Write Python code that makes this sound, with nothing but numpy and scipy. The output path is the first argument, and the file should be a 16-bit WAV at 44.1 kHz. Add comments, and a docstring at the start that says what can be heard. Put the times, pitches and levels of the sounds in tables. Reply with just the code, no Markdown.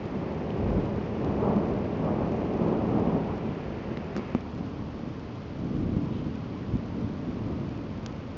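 """Thunder rolls in two long swells over steady night rain, heard from a sheltered spot.
Filtered random fronts make it: the first swell is nearer, with claps and rattle, the second far and dull.
Random drop impulses make the wash of rain all around and a closer patter that drops away halfway.
Taps and handling knocks on the microphone housing are ringing sines and short hiss;
a faint rustle close by and brief soft swishes around one pitch are shaped from dense random grains."""
import sys
import numpy as np
from scipy import signal
from scipy.fft import rfft, irfft, next_fast_len
from scipy.io import wavfile
from scipy.ndimage import uniform_filter1d

SR = 44100
rng = np.random.default_rng(int(sys.argv[2]) if len(sys.argv) > 2 else 0)


def transcribe(u):
    """Save the signal u as a 16-bit wav file named by the first command-line argument.

    u: samples, shape (n,) or (channels, n), limited to [-1, 1]; the rate is SR.
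    q: integer samples, one column per channel.
    """
    v = np.clip(np.atleast_2d(u).T, -1, 1)
    q = np.round(v * 32767).astype(np.int16)
    wavfile.write(sys.argv[1], SR, q)


N = 369116
TIME = np.arange(N) / SR  # s


def from_db(db):
    """Decibels to amplitude gain."""
    return 10 ** (np.asarray(db) / 20)


def rms_one(x):
    """Scale to unit power."""
    return x / np.sqrt(np.mean(x ** 2) + 1e-20)


def in_time(rows):
    """Each column of a curve, drawn in straight lines between its points, at every sample."""
    moments, *columns = np.transpose(rows)
    return [np.interp(TIME, moments, column) for column in columns]


def coloured(x, spectrum):
    """Causal (minimum-phase) filter with the given spectrum, falling away beyond its ends; rms 1."""
    size = next_fast_len(N + SR // 2, real=True)
    hz, db = np.transpose(spectrum)
    octave = np.log2(np.maximum(np.arange(size // 2 + 1) * SR / size, 1))
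    points = np.log2(hz)
    octaves_beyond = np.abs(octave - np.clip(octave, points[0], points[-1]))
    # 20 dB per octave beyond the ends, for two octaves
    level_db = np.interp(octave, points, db) - 20 * np.minimum(octaves_beyond, 2)
    # folding the cepstrum onto positive times gives minimum phase
    cepstrum = irfft(np.log(from_db(level_db)), size)
    cepstrum[1:size // 2] *= 2
    cepstrum[size // 2 + 1:] = 0
    response = np.exp(rfft(cepstrum))
    return rms_one(irfft(rfft(x, size) * response, size)[:N])


def arrivals(per_s, spread_db):
    """Impulses at random moments, many small and a few large; rms 1."""
    sizes = from_db(spread_db * np.minimum(rng.exponential(1, N), 4))
    signed_sizes = sizes * rng.choice([-1, 1], N)
    return rms_one(signed_sizes * (rng.random(N) < per_s / SR))


def evened(x, span_s):
    """Keep the fast grain of a sound and take out its slower swings."""
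    size = max(int(span_s * SR / 2), 2)
    power = uniform_filter1d(uniform_filter1d(x ** 2, size), size)
    return x / np.sqrt(np.abs(power) + 1e-6)


def ring(start, hz, t60):
    """A sine that starts at a moment and dies away from height 1, cut off after 0.2 s."""
    out = np.zeros(N)
    first = int(start * SR)
    age = TIME[:min(SR // 5, N - first)]
    out[first:first + len(age)] = np.sin(2 * np.pi * hz * age) * from_db(-60 * age / t60)
    return out


def swell(start, rise_s, t60):
    """An envelope that climbs smoothly to 1 and then dies away."""
    age = TIME - start
    rise = np.sin(np.pi / 2 * np.clip(age / rise_s, 0, 1)) ** 2
    return rise * from_db(-60 * np.maximum(age - rise_s, 0) / t60)


def rain():
    """Countless far drops merge to a wash; fewer, closer ones patter, and the nearest tick one by one."""
    # tone of the wide wash: (f/Hz, relative level per Hz/dB)
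    wash_tone = [(300, 3), (600, 2.5), (800, -1), (1080, 2.5), (1350, -2), (1700, -6.5), (2500, -8),
                 (3200, -10.5), (3900, -15), (4700, -16), (6000, -22), (7000, -31.5), (7600, -48.5)]
    # level of the closer patter, which drops away halfway: (t/s, level/dB)
    patter_level = [(0, -53.5), (4.38, -53), (4.52, -75.5), (8.37, -62.5)]
    # tone of the patter: (f/Hz, relative level per Hz/dB)
    patter_tone = [(700, -8), (1300, 2.5), (1900, 3.5), (2500, 2), (3000, -3), (3700, -20.5), (5000, -28),
                   (7000, -38)]
    tick_tone = [(1800, -5.0), (3000, -1.5), (4800, -3), (7000, -11)]
    wash_db, ticks_db = -49, -71
    wash = from_db(wash_db) * coloured(arrivals(per_s=14000, spread_db=2.5), wash_tone)
    patter_gain = from_db(in_time(patter_level)[0])
    patter = patter_gain * coloured(arrivals(per_s=8000, spread_db=3.5), patter_tone)
    ticks = from_db(ticks_db) * coloured(arrivals(per_s=47, spread_db=2.5), tick_tone)
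    return wash + patter + ticks


def swishes():
    """Brief soft swishes of uncertain source: dense random grains filtered to a band around one pitch."""
    # swishes: (start t/s, swell/s, crest level/dB, pitch f/Hz, t60/s)
    swish_events = [(4.42, 0.04, -47, 850, 0.4), (6.01, 0.059, -48.5, 1030, 0.2),
                    (6.08, 0.073, -57.5, 3200, 0.85)]
    # their tone: (multiple of the pitch, relative level per Hz/dB)
    swish_tone = [(0.6, -29.5), (0.82, -5), (1, -2.5), (1.12, -6), (1.3, -14), (1.7, -23)]
    out = 0
    for start, rise_s, db, hz, t60 in swish_events:
        tone = [(multiple * hz, tone_db) for multiple, tone_db in swish_tone]
        grains = coloured(arrivals(per_s=7500, spread_db=4.5), tone)
        out = out + from_db(db) * swell(start, rise_s, t60) * grains
    return out


def rustle():
    """A faint, grainy rustle close to the microphone around the handling knocks."""
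    tone = [(1200, -1), (2300, 2.5), (3200, -7), (5000, -5), (7000, -19)]
    crest_db = -58
    grains = coloured(arrivals(per_s=2000, spread_db=5.0), tone)
    return from_db(crest_db) * swell(start=4.1, rise_s=0.095, t60=0.9) * grains


def close_taps():
    """Taps and handling knocks on the microphone housing, each a tick, a hissing snap and a modal thud."""
    # taps and knocks, levels ahead of the filters below:
    # (t/s, tick level/dB, tick f/Hz, cycles for the tick to fall 60 dB, snap level/dB, thud level/dB)
    taps = [(0.505, -32, 2950, 16, -58, -58), (1.2463, -33, 3480, 5, -35, -54),
            (3.9722, -27, 2050, 12, -48, -35), (3.973, -33, 3800, 12, -42, -55),
            (4.1536, -52, 2000, 5, -55, -26), (4.165, -22, 1710, 5.5, -20.5, -20.5),
            (4.1748, -36, 1200, 9, -26, -33), (4.1799, -44, 4700, 60, -48, -19),
            (4.1939, -44, 2400, 12, -46, -22), (4.3489, -25.5, 2410, 7.1, -30, -11),
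            (4.408, -48, 2980, 5, -33, -58), (8.062, -29, 1100, 3.5, -15, -37)]
    # modes of the housing: (f/Hz, level relative to the thud/dB, t60/s)
    housing_modes = [(240.6, -2, 0.065), (326, -4.5, 0.028), (504, -16.5, 0.042), (715, -9.5, 0.0082),
                     (1100, -15.5, 0.0091)]
    snap_hz, snap_t60 = 5500, 0.00052  # Hz, s
    hiss_db, hiss_rise_s, hiss_t60 = -23, 0.00072, 0.018  # level relative to the snap
    contact_hz, thud_low_hz, tick_top_hz = 1300, 110, 6800  # filter corners
    ticks, thuds = np.zeros((2, N))
    hiss = coloured(rng.standard_normal(N), [(1000, -2), (2500, -3.5), (4000, -2), (7000, -15.0)])
    for start, tick_db, tick_hz, tick_cycles, snap_db, thud_db in taps:
        ticks += from_db(tick_db) * ring(start, tick_hz, tick_cycles / tick_hz)
        snap = ring(start, snap_hz, snap_t60)
        short_hiss = from_db(hiss_db) * swell(start, hiss_rise_s, hiss_t60) * hiss
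        ticks += from_db(snap_db) * (snap + short_hiss)
        thuds += sum(from_db(thud_db + db) * ring(start, hz, t60) for hz, db, t60 in housing_modes)
    # the tiny offsets keep the filters out of denormal numbers
    soft = signal.sosfilt(signal.butter(6, contact_hz, fs=SR, output="sos"), thuds + 1e-18)
    ticks = signal.sosfilt(signal.butter(6, tick_top_hz, fs=SR, output="sos"), ticks + 1e-18)
    return ticks + signal.sosfilt(signal.butter(1, thud_low_hz, "high", fs=SR, output="sos"), soft)


def surges():
    """Many fronts arrive together as one short, deep surge."""
    # deep surges: (start t/s, swell/s, crest level/dB)
    surge_events = [(0.6, 0.17, -31), (1.24, 0.07, -46), (1.62, 0.06, -45), (2.04, 0.056, -39),
                    (2.33, 0.05, -39.5), (3.43, 0.06, -39), (4.75, 0.051, -46), (5.71, 0.094, -28),
                    (5.88, 0.059, -40), (6.68, 0.052, -34.5), (6.99, 0.06, -39), (7.41, 0.059, -37)]
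    # their tone: (f/Hz, relative level per Hz/dB)
    surge_tone = [(25, -13.5), (40, -0.5), (55, 1), (80, 0.5), (105, 0.5), (140, -4.5), (220, -25.5)]
    t60 = 0.48  # s
    gain = sum(from_db(db) * swell(start, rise_s, t60) for start, rise_s, db in surge_events)
    return gain * evened(coloured(arrivals(per_s=340, spread_db=1.5), surge_tone), span_s=0.049)


def thumps():
    """The strongest fronts stand out as short, soft-edged thuds: decaying sines through a low-pass."""
    # single fronts: (t/s, level ahead of the low-pass/dB, f/Hz, cycles to die away by 60 dB)
    strong_fronts = [(0.711, -20, 105, 10), (0.738, -15, 125, 8), (0.768, -17.5, 185, 13),
                     (0.779, -20, 270, 10), (0.98, -25, 200, 9), (1.283, -20, 222, 4.5),
                     (1.498, -12.5, 218, 6), (1.554, -16, 190, 8), (1.564, -14, 206, 19),
                     (2.004, -22, 190, 14), (2.233, -21, 250, 2), (2.611, -21, 224, 15),
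                     (2.902, -19, 350, 15), (2.95, -18, 261, 9), (3.073, -14.5, 228, 15),
                     (3.147, -19, 236, 16), (3.49, -13, 170, 1.5), (3.885, -23, 220, 16),
                     (4.606, -23, 240, 11), (5.074, -21, 231, 8.5), (5.772, -21, 107, 9),
                     (5.786, -19, 130, 9), (5.807, -16, 200, 3), (5.965, -15, 178, 12.5),
                     (6.011, -26, 250, 13), (6.266, -22.5, 237, 14), (6.737, -18, 115, 10),
                     (6.753, -14, 214, 8.5), (7.021, -22, 230, 9), (7.043, -23, 115, 9),
                     (7.284, -26, 250, 14), (7.503, -22.5, 375, 14)]
    thuds = sum(from_db(db) * ring(start, hz, cycles / hz) for start, db, hz, cycles in strong_fronts)
    return signal.sosfilt(signal.butter(3, 520, fs=SR, output="sos"), thuds + 1e-18)


def claps():
    """A bend of the channel that lies across the line of sight arrives all at once, as a rough crack."""
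    # tight clusters of fronts in the near swell: (start t/s, crest level/dB)
    clap_events = [(0.358, -37), (0.678, -35), (0.719, -32), (1.258, -29), (1.425, -24.5), (1.452, -30),
                   (1.486, -28.5), (1.569, -36), (2.085, -35), (2.335, -32), (2.61, -29.5), (2.738, -28),
                   (2.98, -33), (3.157, -32)]
    # their tone: (f/Hz, relative level per Hz/dB)
    clap_tone = [(180, -9), (300, -4), (430, 4.5), (600, -1), (800, -10.5), (1100, -20), (1500, -25.5),
                 (2400, -40)]
    rise_s, t60 = 0.0045, 0.1  # s
    gain = sum(from_db(db) * swell(start, rise_s, t60) for start, db in clap_events)
    return gain * evened(coloured(arrivals(per_s=600, spread_db=3.5), clap_tone), span_s=0.044)


def thunder_strength(far):
    """Gains of roll, deep boom, rattle and crackle: the peals add their power to the rumble."""
    # continuous rumble in two long swells, ahead of the offsets below: (t/s, level/dB)
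    rumble_curve = [(0.0, -35.5), (0.79, -29.5), (1.07, -33), (1.52, -27), (1.87, -30.5), (2.1, -31),
                    (2.38, -29), (2.96, -28), (3.17, -29), (3.36, -37.5), (3.95, -37), (5.48, -38.5),
                    (5.82, -27.5), (6.2, -31), (6.36, -34.5), (7.2, -34.5), (7.55, -32), (8.37, -39)]
    # peals, one for each stretch of the lightning channel: (start t/s, swell/s, crest level/dB,
    # boom level/dB, rattle level/dB, crackle level/dB; the last three relative to the crest)
    peals = [(0.08, 0.1, -32, -21, -13, -25), (0.47, 0.26, -31, 3.5, -6.5, -30),
             (0.88, 0.1, -39, 5, -17, -18), (1.13, 0.16, -31, -3, -14, -10),
             (1.31, 0.19, -34, -3, 1.5, -2.5), (1.6, 0.15, -35, -2, -4.5, -11.5),
             (1.95, 0.14, -27.5, -11.5, -4.5, -13), (2.13, 0.1, -32, -3, -3, -12),
             (2.46, 0.27, -28, -16, -5.5, -12), (2.8, .19, -27, -14.5, -6.5, -11),
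             (2.99, .16, -28.5, -24, -17, -10.5), (3.21, 0.1, -32.5, -4, -6, -9.5),
             (3.39, 0.07, -30.5, -10, -9.5, -17), (3.6, 0.1, -38, -0.5, -18, -17),
             (3.8, 0.14, -33.5, -10.5, -15, -21), (4.48, 0.13, -34, -8, -15, -23),
             (4.7, 0.12, -38, -3, -17, -15), (4.94, 0.1, -36.5, -17, -14, -26),
             (5.5, 0.18, -31.5, -13.5, -28, -28), (5.84, 0.2, -35, -7.5, -15, -27),
             (6.16, 0.12, -38, -3, -22, -31), (6.64, 0.095, -34.5, -3, -14, -25),
             (6.86, 0.17, -31.5, -11, -16, -25), (7.18, 0.12, -35.5, -12, -16, -26),
             (7.35, 0.16, -35, -6, -11, -22), (7.8, 0.25, -47, 5, -29, -21)]
    peal_t60 = 0.72  # s
    roll_offset_db = -1  # relative to the curve
    boom_mean_db, boom_follows = -39.5, 0.55  # the boom lingers: share of the curve's swing it follows
    near_rattle_db, far_rattle_db = -2.5, -47.5  # near: relative to the roll; far: a faint, even level
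    crackle_db = -10  # relative to the rattle
    rumble_db, = in_time(rumble_curve)
    roll_db = rumble_db + roll_offset_db
    boom_db = boom_mean_db + boom_follows * (rumble_db - rumble_db.mean())
    rattle_db = (1 - far) * (roll_db + near_rattle_db) + far * far_rattle_db
    power = from_db([roll_db, boom_db, rattle_db, rattle_db + crackle_db]) ** 2
    for start, rise_s, crest_db, *relative_db in peals:
        crests = from_db(crest_db + np.array([0, *relative_db]))
        power += np.outer(crests, swell(start, rise_s, peal_t60)) ** 2
    return np.sqrt(power)


def thunder():
    """Pressure fronts from the kinks of the lightning channel pile up into boom, roll, rattle and crackle."""
    # the near thunder gives way to the far one: (t/s, share of the far one 0-1)
    handover = [(4.2, 0.14), (4.5, 0.94)]
    # tones of the deep boom, near roll, far roll, rattle and bright crackle:
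    # (f/Hz, relative level per Hz/dB)
    boom_tone = [(15, -30.5), (30, -14.5), (48, -7.5), (66, -9), (80, -1), (96, -3.5), (115, -3),
                 (150, -8.5), (260, -32)]
    near_roll_tone = [(70, -32), (120, -12), (160, 2), (180, -2.5), (205, 4), (240, -1), (300, -5.5),
                      (345, -3.5), (440, -9), (520, -23.5), (900, -38)]
    far_roll_tone = [(70, -21.5), (115, -5), (165, -4), (215, -1.5), (270, -3.5), (320, -6.5), (375, -16),
                     (450, -18), (620, -28.5), (900, -47)]
    rattle_tone = [(250, -7), (350, 5), (430, 7), (500, 2), (570, 4), (700, -3), (850, -8), (1050, -10.5),
                   (1300, -17.5), (1600, -29.5), (2600, -47.5)]
    crackle_tone = [(450, -14), (720, 5.5), (1000, 0.5), (1200, -4.5), (1500, -15), (2400, -36)]
    roll_trim_db = -0.5  # on the roll of rumble and peals alike
    far = in_time(handover)[0]
    roll_gain, boom_gain, rattle_gain, crackle_gain = thunder_strength(far)
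    near_roll = coloured(arrivals(per_s=450, spread_db=2.0), near_roll_tone)
    far_roll = coloured(arrivals(per_s=450, spread_db=0.5), far_roll_tone)  # the air has taken its upper tones
    roll = evened(np.sqrt(1 - far) * near_roll + np.sqrt(far) * far_roll, span_s=0.094)
    boom = evened(coloured(arrivals(per_s=500, spread_db=0.0), boom_tone), span_s=0.18)
    rattle = evened(coloured(arrivals(per_s=2000, spread_db=1.8), rattle_tone), span_s=0.14)
    crackle = evened(coloured(arrivals(per_s=3000, spread_db=1.6), crackle_tone), span_s=0.093)
    low = roll_gain * from_db(roll_trim_db) * roll + boom_gain * boom
    return low + rattle_gain * rattle + crackle_gain * crackle


def scene():
    """All sources, far and close, add up at one microphone."""
    background = rain() + swishes()
    at_microphone = rustle() + close_taps()
    storm = surges() + thumps() + claps() + thunder()
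    return (background + at_microphone + storm)[None]


def record(dry):
    """A small narrow-band recorder loses the deepest bass and cuts the treble steeply."""
    low_cut_hz, cutoff_hz = 40, 7250
    thin = signal.sosfilt(signal.butter(2, low_cut_hz, "high", fs=SR, output="sos"), dry)
    # 0.2 dB of ripple below the cutoff, at least 70 dB down in the stop band
    return signal.sosfilt(signal.ellip(10, .2, 70, cutoff_hz, fs=SR, output="sos"), thin)


dry = scene()
out = record(dry)
transcribe(out)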